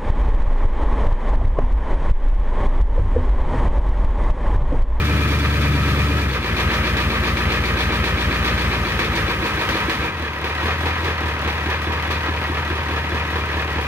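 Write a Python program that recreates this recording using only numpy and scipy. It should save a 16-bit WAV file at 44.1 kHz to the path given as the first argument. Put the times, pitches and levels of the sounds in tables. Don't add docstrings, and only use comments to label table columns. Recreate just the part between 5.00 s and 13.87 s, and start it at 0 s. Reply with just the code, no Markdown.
import sys
import numpy as np
from scipy import signal
from scipy.fft import rfft, irfft, next_fast_len
from scipy.io import wavfile
from scipy.ndimage import uniform_filter1d, map_coordinates

SR = 44100
rng = np.random.default_rng(int(sys.argv[2]) if len(sys.argv) > 2 else 0)


def store_pcm(level_fs):
    pcm = np.round(np.clip(level_fs, -1, 1) * 32767).astype(np.int16)
    wavfile.write(sys.argv[1], SR, np.atleast_2d(pcm).T)


N = 391166
TIME_S = np.arange(N) / SR
CYLINDERS = 8


def amp(db):
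    return 10 ** (np.asarray(db) / 20)


def unit(x):
    return x / np.sqrt(np.mean(x ** 2) + 1e-20)


def even(x):
    power = np.mean(np.atleast_2d(x) ** 2, axis=0)
    power = uniform_filter1d(uniform_filter1d(power, size=SR // 4), size=SR // 5)
    return x / np.sqrt(np.abs(power) + 1e-20)


def along(points, hz):
    pitches, values = np.transpose(points)
    return np.interp(np.log(hz + 1), np.log(pitches + 1), values)


def curve(points):
    return np.interp(TIME_S, *np.transpose(points))


def wobble(knots_per_s):
    knots = rng.standard_normal(int(N * knots_per_s / SR) + 4)
    return map_coordinates(knots, [TIME_S * knots_per_s])


def filtered(x, response):
    size = 2 * next_fast_len((N + SR) // 2)
    return irfft(rfft(x, size) * response(np.fft.rfftfreq(size, 1 / SR)), size)[..., :N]


def causal(db):
    cepstrum = irfft(np.log(amp(db)))
    half = len(cepstrum) // 2
    cepstrum[1:half] *= 2
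    cepstrum[half + 1:] = 0
    return np.exp(rfft(cepstrum))


def resonances(modes, f):
    return sum((-1) ** k * amp(db) * 1j * f * width / (hz * hz - f * f + 1j * f * width)
               for k, (hz, width, db) in enumerate(modes))


def edge(f, corner_hz, kind, order):
    return signal.freqs(*signal.butter(order, corner_hz, kind, analog=True), f)[1]


def band(f, low_hz, high_hz, orders=(2, 2)):
    return edge(f, low_hz, "high", orders[0]) * edge(f, high_hz, "low", orders[1])


def train(times, sizes):
    return np.bincount(np.clip(np.round(times * SR).astype(int), 0, N), sizes, N + 1)[:N]


def fade(t60):
    return amp(-60 * np.arange(int(t60 * SR) + 1) / (t60 * SR))


def bursts(times, sizes, t60):
    power = signal.fftconvolve(train(times, sizes ** 2), fade(t60) ** 2)[:N]
    return np.sqrt(np.abs(power)) * rng.standard_normal((2, N))


# pitch_hz, likeness
MIC_LIKENESS = [(100, 0.98), (250, 0.92), (500, 0.87), (1000, 0.73), (2000, 0.85), (4000, 0.36),
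                (8000, 0.041), (14000, 0.084)]
def spread(pair):
    angle = lambda hz: np.arccos(np.clip(along(MIC_LIKENESS, hz), -1, 1)) / 2
    mid, side = filtered(pair, lambda hz: np.array([np.cos(angle(hz)), np.sin(angle(hz))]))
    return np.array([mid + side, mid - side])


# time_s, firings_per_s
SPEED = [(0, 72.27), (.7, 71.8), (.95, 70.46), (1.17, 73.6), (1.3, 65.8), (1.43, 57.5), (1.8, 59.93),
         (3.7, 59.37), (4, 55.39), (4.3, 56.14), (4.6, 51.69), (4.95, 54.48), (5.07, 54), (5.17, 37.25),
         (5.45, 36), (5.7, 39.84), (6.05, 40.61), (6.35, 36.74), (6.8, 38.51), (8.1, 38.29), (8.87, 36.67)]
def firings(lead_firings=1.06):
    rate = curve(SPEED)
    turned = np.cumsum(rate) / SR + lead_firings
    count = np.arange(1, int(turned[-1]) + 1)
    samples = np.searchsorted(turned, count)
    return samples / SR, count % CYLINDERS, 1 / rate[samples]


# time_s, state (0 fast, 1 loping, 2 sagging, 3 idling)
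STATE = [(1.17, 0), (1.4, 1), (3.7, 1), (4, 1.5), (4.25, 1.1), (4.45, 2), (4.95, 2), (5.17, 3)]
def by_state(table):
    state = curve(STATE)
    return [np.interp(state, np.arange(len(table)), column) for column in np.transpose(table)]


def by_cylinder(table, times, cylinder):
    state = np.interp(times, *np.transpose(STATE))
    return map_coordinates(np.array(table, float), [state, cylinder], order=1, mode="nearest")


# peak_s, width_s, extra_fuel
SURGES = [(1.38, 0.23, -0.16), (1.68, 0.13, 0.14), (4.64, 0.1, 0.28), (5.37, 0.1, -0.65),
          (5.76, 0.32, 0.24)]
def fuel(coast_firings_per_s2=210, governor_s=0.037):
    slowing = np.maximum(-np.gradient(curve(SPEED)) * SR, 0)
    lag = governor_s * SR
    cut = signal.lfilter([1], [lag, 1 - lag], np.tanh(slowing / coast_firings_per_s2))
    surges = sum(extra * np.exp(-((TIME_S - peak_s) / width_s) ** 2) for peak_s, width_s, extra in SURGES)
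    return surges - cut


# boom_db, bark_db, clatter_db, hiss_db
LEVELS = [(-18.5, -30.5, -27.5, -46), (-21.5, -31, -25.5, -47), (-28, -33.5, -26, -48),
          (-25.5, -34, -27.5, -53)]
# boom_db, bark_db, clatter_db, hiss_db
FUEL_DB = (4.3, 5.3, 5.6, 6.7)
# weakest_s, depth_db, half_width_s
STALL = (5.36, 3.1, 0.25)
# muffler_db, hoot_db (on the bark), sump_db, injector_db (on the clatter)
TRIMS = [(-0.68, -0.5, -14, -6.5), (-0.64, -6, -13, -7.5), (1, -1.5, -8, -10.5), (-1, -4, -6, -14)]
def levels():
    burning = fuel()
    boom, bark, clatter, hiss = [base + swing * burning for base, swing in zip(by_state(LEVELS), FUEL_DB)]
    weakest_s, depth_db, half_width_s = STALL
    boom -= depth_db * np.exp(-((TIME_S - weakest_s) / half_width_s) ** 4)
    muffler, hoot, sump, injector = by_state(TRIMS)
    return dict(boom=boom, bark=bark + muffler, hoot=bark + hoot, hiss=hiss,
                block=clatter, sump=clatter + sump, clack=clatter + injector)


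# pitch_hz, level_db
AIR = [(10, 8), (30, 6), (60, -14), (160, 24), (400, -30), (2000, -18), (15000, -39)]
def air(level_db=-47):
    rush = filtered(rng.standard_normal((2, N)), lambda hz: amp(along(AIR, hz)))
    return amp(level_db) * unit(spread(rush))


# pitch_hz, level_db
HISS = [(2000, -10.5), (5000, 4.5), (7500, -2.5), (10500, -2.5), (13500, -2.5), (15500, -7)]
def hissing(pair):
    return filtered(pair, lambda hz: amp(along(HISS, hz)))


def valves(times, interval, level_db=-54, delay_firings=0.9, scatter_db=9):
    timing, strength = rng.standard_normal((len(times), 2)).T
    seated = times + interval * (delay_firings + 0.06 * timing)
    ticks = bursts(seated, amp(scatter_db * np.tanh(strength)), t60=0.037)
    return amp(level_db) * unit(spread(hissing(ticks)))


# place_firings, pitch_hz, fast_db, loping_db, idling_db
PINGS = [(.5, 977, -36, -32, -31), (1.101, 2410, -23, -26, -26), (1.05, 4820, -48, -42, -43),
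         (2.0, 1272, -25, -25.5, -31), (2.9, 2024, -45, -29, -31), (3.05, 3080, -35, -34.5, -44),
         (4.148, 1918, -45, -41, -24), (4.702, 1326, -26, -29.5, -30), (5.601, 3410, -30, -32.5, -34),
         (5.799, 3900, -45, -33.5, -41), (6.098, 2333, -27, -23.5, -44), (6.748, 4580, -36, -36, -52),
         (6.849, 4234, -46, -33, -53), (7.099, 969, -30, -25.5, -26), (7.2, 1727, -38, -38, -27.5),
         (7.85, 3340, -42, -34, -33.5)]
def pings(times, cylinder, interval, level_db=-1, t60=0.17, scatter_db=0.64, detune=0.0059):
    t = np.arange(SR // 4) / SR
    state = np.interp(times, *np.transpose(STATE))
    fuel_db = FUEL_DB[2] * np.interp(times, TIME_S, fuel())
    out = np.zeros((2, N + SR))
    for place, hz, fast_db, loping_db, idling_db in PINGS:
        db = np.interp(state, np.arange(4), [fast_db, loping_db, loping_db, idling_db]) + fuel_db
        attack = np.minimum(t * hz / 2, 1)
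        for k in np.flatnonzero(cylinder == int(place) % CYLINDERS):
            strength, pitch = rng.standard_normal(2)
            ring = np.sin(2 * np.pi * (hz * (1 + detune * pitch) * t + rng.random((2, 1))))
            decay = amp(db[k] + scatter_db * strength - 60 * t / t60)
            start = int((times[k] + place % 1 * interval[k]) * SR)
            out[:, start:start + len(t)] += attack * decay * ring
    return amp(level_db) * spread(out[:, :N])


HARSHNESS = [(3.6, .5, 1.5, -0.5, 0, 3.5, -2, .5), (2.3, -0.8, -4, -6, -4.5, -3, 0.5, 2),
             (3.6, -0.64, -1.5, -6, -1, -0.5, -2, 2.2), (5.6, 2.7, 1.5, 3, 4, 4.8, 3.5, 4.3)]
def blow_sizes(times, cylinder, contrast, offset_db):
    return amp(contrast * by_cylinder(HARSHNESS, times, cylinder) + offset_db)


def cylinder_knocks(times, cylinder, sizes, t60):
    decay = fade(t60)
    rings = rng.standard_normal((len(decay), CYLINDERS, 2)).T * decay
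    out = 0
    for c in range(CYLINDERS):
        strikes = train(times, sizes * (cylinder == c))
        out += signal.oaconvolve(strikes[None], rings[:, c], axes=1)[:, :N]
    return unit(out)


# pitch_hz, level_db
INJECTOR = [(1200, -31), (2000, 1), (2400, 5), (2900, -4.5), (3500, 1), (4500, -5), (5200, -12),
            (6300, -14), (8000, -39), (15000, -30)]
def injector_ring(pair):
    return spread(filtered(pair, lambda hz: causal(along(INJECTOR, hz))))


def injectors(times, cylinder, interval, db, scatter_db=3.0, jitter_s=0.00005, steady_spray=0.67):
    strength, shut_timing, shut_strength, timing = rng.standard_normal((len(times), 4)).T
    sizes = blow_sizes(times, cylinder, contrast=1.43, offset_db=scatter_db * strength)
    shut_times = times + interval * (0.41 + 0.11 * shut_timing)
    shut_sizes = sizes * amp(-2 + 1.9 * shut_strength)
    opening = cylinder_knocks(times + jitter_s * timing, cylinder, sizes, t60=0.1)
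    shutting = unit(bursts(shut_times, shut_sizes, t60=0.25))
    clack = even(injector_ring(opening + shutting))
    spray = unit(bursts(times, sizes, t60=0.43) + bursts(shut_times, shut_sizes, t60=0.024))
    spray += steady_spray * rng.standard_normal((2, N))
    hiss = even(spread(hissing(spray)))
    return amp(db["clack"] + 1) * clack + amp(db["hiss"] + 5.5) * hiss


# pitch_hz, level_db
IRON = [(250, -43.5), (450, -0.5), (700, -8.5), (1000, -7), (1400, 1), (2000, -3), (2600, -4.5),
        (3200, -10), (4200, -16.5), (5200, -24), (6300, -27.5), (8000, -43), (15000, -53)]
# pitch_hz, width_hz, level_db
BLOCK_MODES = [(670, 90, -5.5), (945, 44, 2), (1184, 60, 4.5), (1260, 200, 1.5), (1440, 154, -8.5),
               (1518, 34, 4.5), (1600, 15, 6), (1723, 21, 3.5), (1870, 30, 5.5), (2540, 28, 5),
               (2690, 300, -1.5)]
def iron(pair):
    peaks = lambda f: sum(db / (1 + (2 * (f - hz) / width) ** 2) for hz, width, db in BLOCK_MODES)
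    return spread(filtered(pair, lambda f: causal(along(IRON, f) + peaks(f))))


# pitch_hz, width_hz, level_db
SUMP_MODES = [(781, 56, -8), (835, 10, -2.5), (949.4, 43, 1), (1000, 51, 0.5), (1114, 26, -2.5)]
def block(times, cylinder, interval, db, scatter_db=1.97, jitter_s=0.00005, slap_db=-2, waver_db=0.37):
    strength, slap_timing, slap_strength, timing = rng.standard_normal((len(times), 4)).T
    sizes = blow_sizes(times, cylinder, contrast=0.46, offset_db=scatter_db * strength)
    knocks = cylinder_knocks(times + jitter_s * timing, cylinder, sizes, t60=0.16)
    slap_times = times + interval * (0.5 + 0.0094 * slap_timing)
    slaps = cylinder_knocks(slap_times, cylinder, sizes * amp(2.2 * slap_strength), t60=0.15)
    rattle = 0.57 * unit(bursts(times, sizes, t60=0.16))
    whirr = 0.76 * rng.standard_normal((2, N))
    blows = knocks + amp(slap_db) * slaps + rattle + whirr
    sump = filtered(blows, lambda f: resonances(SUMP_MODES, f) * band(f, 510, 1070))
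    clatter = amp(db["block"] + 1.5) * even(iron(blows)) + amp(db["sump"]) * even(spread(sump))
    return clatter * amp(-waver_db * wobble(17))


# start_s, level_db
SLAMS = [(1.7306, -10), (1.967, -8), (2.519, -7), (2.645, -14), (2.805, -7.5), (3.447, -5.5), (3.991, -3.5),
         (4.452, -10), (4.6, -12), (4.689, -4.5), (4.8958, -4.5), (5.442, -9.5), (5.658, -9), (5.858, -8.5),
         (6.045, -8), (6.4756, -9), (6.699, -8.5), (7.108, -5.5)]
def slams(crack_db=-5, shake_db=-6, ring_db=-13, sizzle_db=-30):
    times, db = np.transpose(SLAMS)
    crack = bursts(times, amp(db + crack_db), t60=0.03)
    shake = bursts(times, amp(db + shake_db), t60=0.27)
    ring = bursts(times, amp(db + ring_db), t60=0.47)
    sizzle = bursts(times, amp(db + sizzle_db), t60=0.19)
    return iron(crack + shake) + injector_ring(ring) + hissing(sizzle)


# firing_rate_multiple, fast_db, loping_db, sagging_db, idling_db
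ENGINE_TONES = [(2, -30.5, -41.5, -53, -67), (2.624, -34.5, -55, -52, -53), (3.75, -51, -40.5, -42, -62)]
def engine_tones(waver_db=3.2):
    turned = np.cumsum(curve(SPEED)) / SR
    tones = 0
    for multiple, *state_db in ENGINE_TONES:
        db, = by_state(np.array(state_db)[:, None])
        tones += amp(db + waver_db * wobble(7)) * np.cos(2 * np.pi * multiple * turned)
    return np.sqrt(2) * tones * amp(FUEL_DB[0] * fuel())


# hardest_cylinder, bark_swing_db, hoot_swing_db
LOPE = [(7.65, -4, 10), (6.5, 1.5, 15.5), (6, 1.5, 22), (6.72, 1.5, 14)]
def lope(times, cylinder, bark_accent=0.3, hoot_accent=0.18):
    hardest, bark_swing_db, hoot_swing_db = np.transpose(LOPE)[:, :, None]
    away = (np.arange(CYLINDERS) - hardest + CYLINDERS / 2) % CYLINDERS - CYLINDERS / 2
    swell = np.cos(2 * np.pi * away / CYLINDERS)
    spike = np.maximum(1 - abs(away), 0)
    return (by_cylinder(bark_swing_db * (swell + bark_accent * spike), times, cylinder),
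            by_cylinder(hoot_swing_db * (swell + hoot_accent * spike), times, cylinder))


def fronts(times, db, gas):
    direct = np.array([[1], [0]])
    return direct * unit(train(times, amp(db))) + gas * unit(bursts(times, amp(db), t60=0.073))


# pitch_hz, width_hz
TAILPIPE_NOTES = [(291, 104), (328, 157), (328, 36), (334.4, 120)]
def tailpipe(pair):
    shares = by_state(np.eye(len(TAILPIPE_NOTES)))
    note = lambda hz, width: filtered(pair, lambda f: resonances([(hz, width, 0)], f) ** 2)
    return spread(sum(share * unit(note(*row)) for share, row in zip(shares, TAILPIPE_NOTES)))


# pitch_hz, width_hz, level_db
MUFFLER_MODES = [(231, 34, 1), (304.2, 39, -1), (368.5, 27, 0), (452.7, 9.7, -6), (557, 46, -11.5),
                 (598, 92, -4)]
def muffler(pair):
    response = lambda f: resonances(MUFFLER_MODES, f) * band(f, 207, 547, orders=(2, 4))
    return spread(filtered(pair, response))


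# pitch_hz, width_hz, level_db
PIPE_MODES = [(65.4, 28, 0.5), (81.2, 19, 6.5), (125, 5, -4.5), (139.4, 6.1, -1.5), (193.5, 20.6, -10.5),
              (219.6, 14.4, -10), (105, 4, -11.4)]
def pipe(puffs):
    bass = lambda f: edge(f, 53.5, "high", order=4) * abs(edge(f, 480, "low", order=2))
    return filtered(puffs, lambda f: resonances(PIPE_MODES, f) * bass(f))


PUFF_SIZES = [(2.22, 0.81, 1.09, 1.86, 1.15, 1.28, 0.85, 0.82),
              (0.88, 0.6, 0.98, 1.93, 0.41, 0.67, 0.78, 0.68),
              (0.71, 0.39, 1.04, 1.56, 1.41, 0.98, 1.07, 0.88),
              (0.83, 1.26, 0.7, 0.68, 1.07, 0.56, 1.55, 1.04)]
PUFF_DELAYS = [(0.0025, -0.0033, -0.0009, 0.0023, -0.0025, 0.0022, -0.0013, -0.0003),
               (0.0005, -0.0012, -0.0001, 0.0003, 0.0007, 0.0001, 0.0012, 0.0002),
               (0.0005, -0.0001, 0.0016, 0.0022, -0.0006, -0.0013, 0.0013, 0.0007),
               (-0.0001, 0.0017, -0.0008, -0.0007, 0.0003, 0.0009, 0.0005, -0.001)]
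def exhaust(times, cylinder, db, jitter_s=0.00012, puff_scatter_db=0.8, front_scatter_db=1.9):
    timing, puff_strength, bark_strength, hoot_strength = rng.standard_normal((len(times), 4)).T
    puff_times = times + by_cylinder(PUFF_DELAYS, times, cylinder) + jitter_s * timing
    sizes = by_cylinder(PUFF_SIZES, times, cylinder) * amp(puff_scatter_db * puff_strength)
    bark_db, hoot_db = lope(times, cylinder)
    boom = pipe(train(puff_times, sizes))
    bark = muffler(fronts(puff_times, bark_db + front_scatter_db * bark_strength, gas=1.0))
    hoot = tailpipe(fronts(times, hoot_db + front_scatter_db * hoot_strength, gas=0.53))
    return amp(db["boom"] - 0.5) * even(boom) + amp(db["bark"]) * even(bark) + amp(db["hoot"]) * even(hoot)


def already_running(x):
    cycle = int(SR * CYLINDERS / SPEED[0][1])
    blend = np.sqrt(np.clip(np.arange(cycle) / (cycle / 4) - 1, 0, 1))
    head = blend * x[:, :cycle] + (1 - blend) * x[:, cycle:2 * cycle]
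    return np.hstack([head, x[:, cycle:]])


def scene():
    times, cylinder, interval = firings()
    db = levels()
    engine = exhaust(times, cylinder, db)
    engine += block(times, cylinder, interval, db)
    engine += injectors(times, cylinder, interval, db)
    engine += valves(times, interval)
    engine += pings(times, cylinder, interval)
    return already_running(engine) + engine_tones() + slams() + air()


# pitch_hz, left_minus_right_db
MIC_BALANCE = [(60, 0.5), (110, 1.5), (200, 1.5), (380, 0.0), (700, 1.5), (1290, 0.5), (2380, 1), (4400, 0),
               (8120, 0), (15000, 3.5)]
def record(dry, lag_s=0.00011, top_hz=15750):
    sides = np.array([[0.5], [-0.5]])
    delay = lambda hz: np.exp(-2j * np.pi * hz * sides * lag_s)
    mics = filtered(dry, lambda hz: amp(sides * along(MIC_BALANCE, hz)) * delay(hz))
    return filtered(mics, lambda hz: hz < top_hz)


dry = scene()
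out = record(dry)
store_pcm(out)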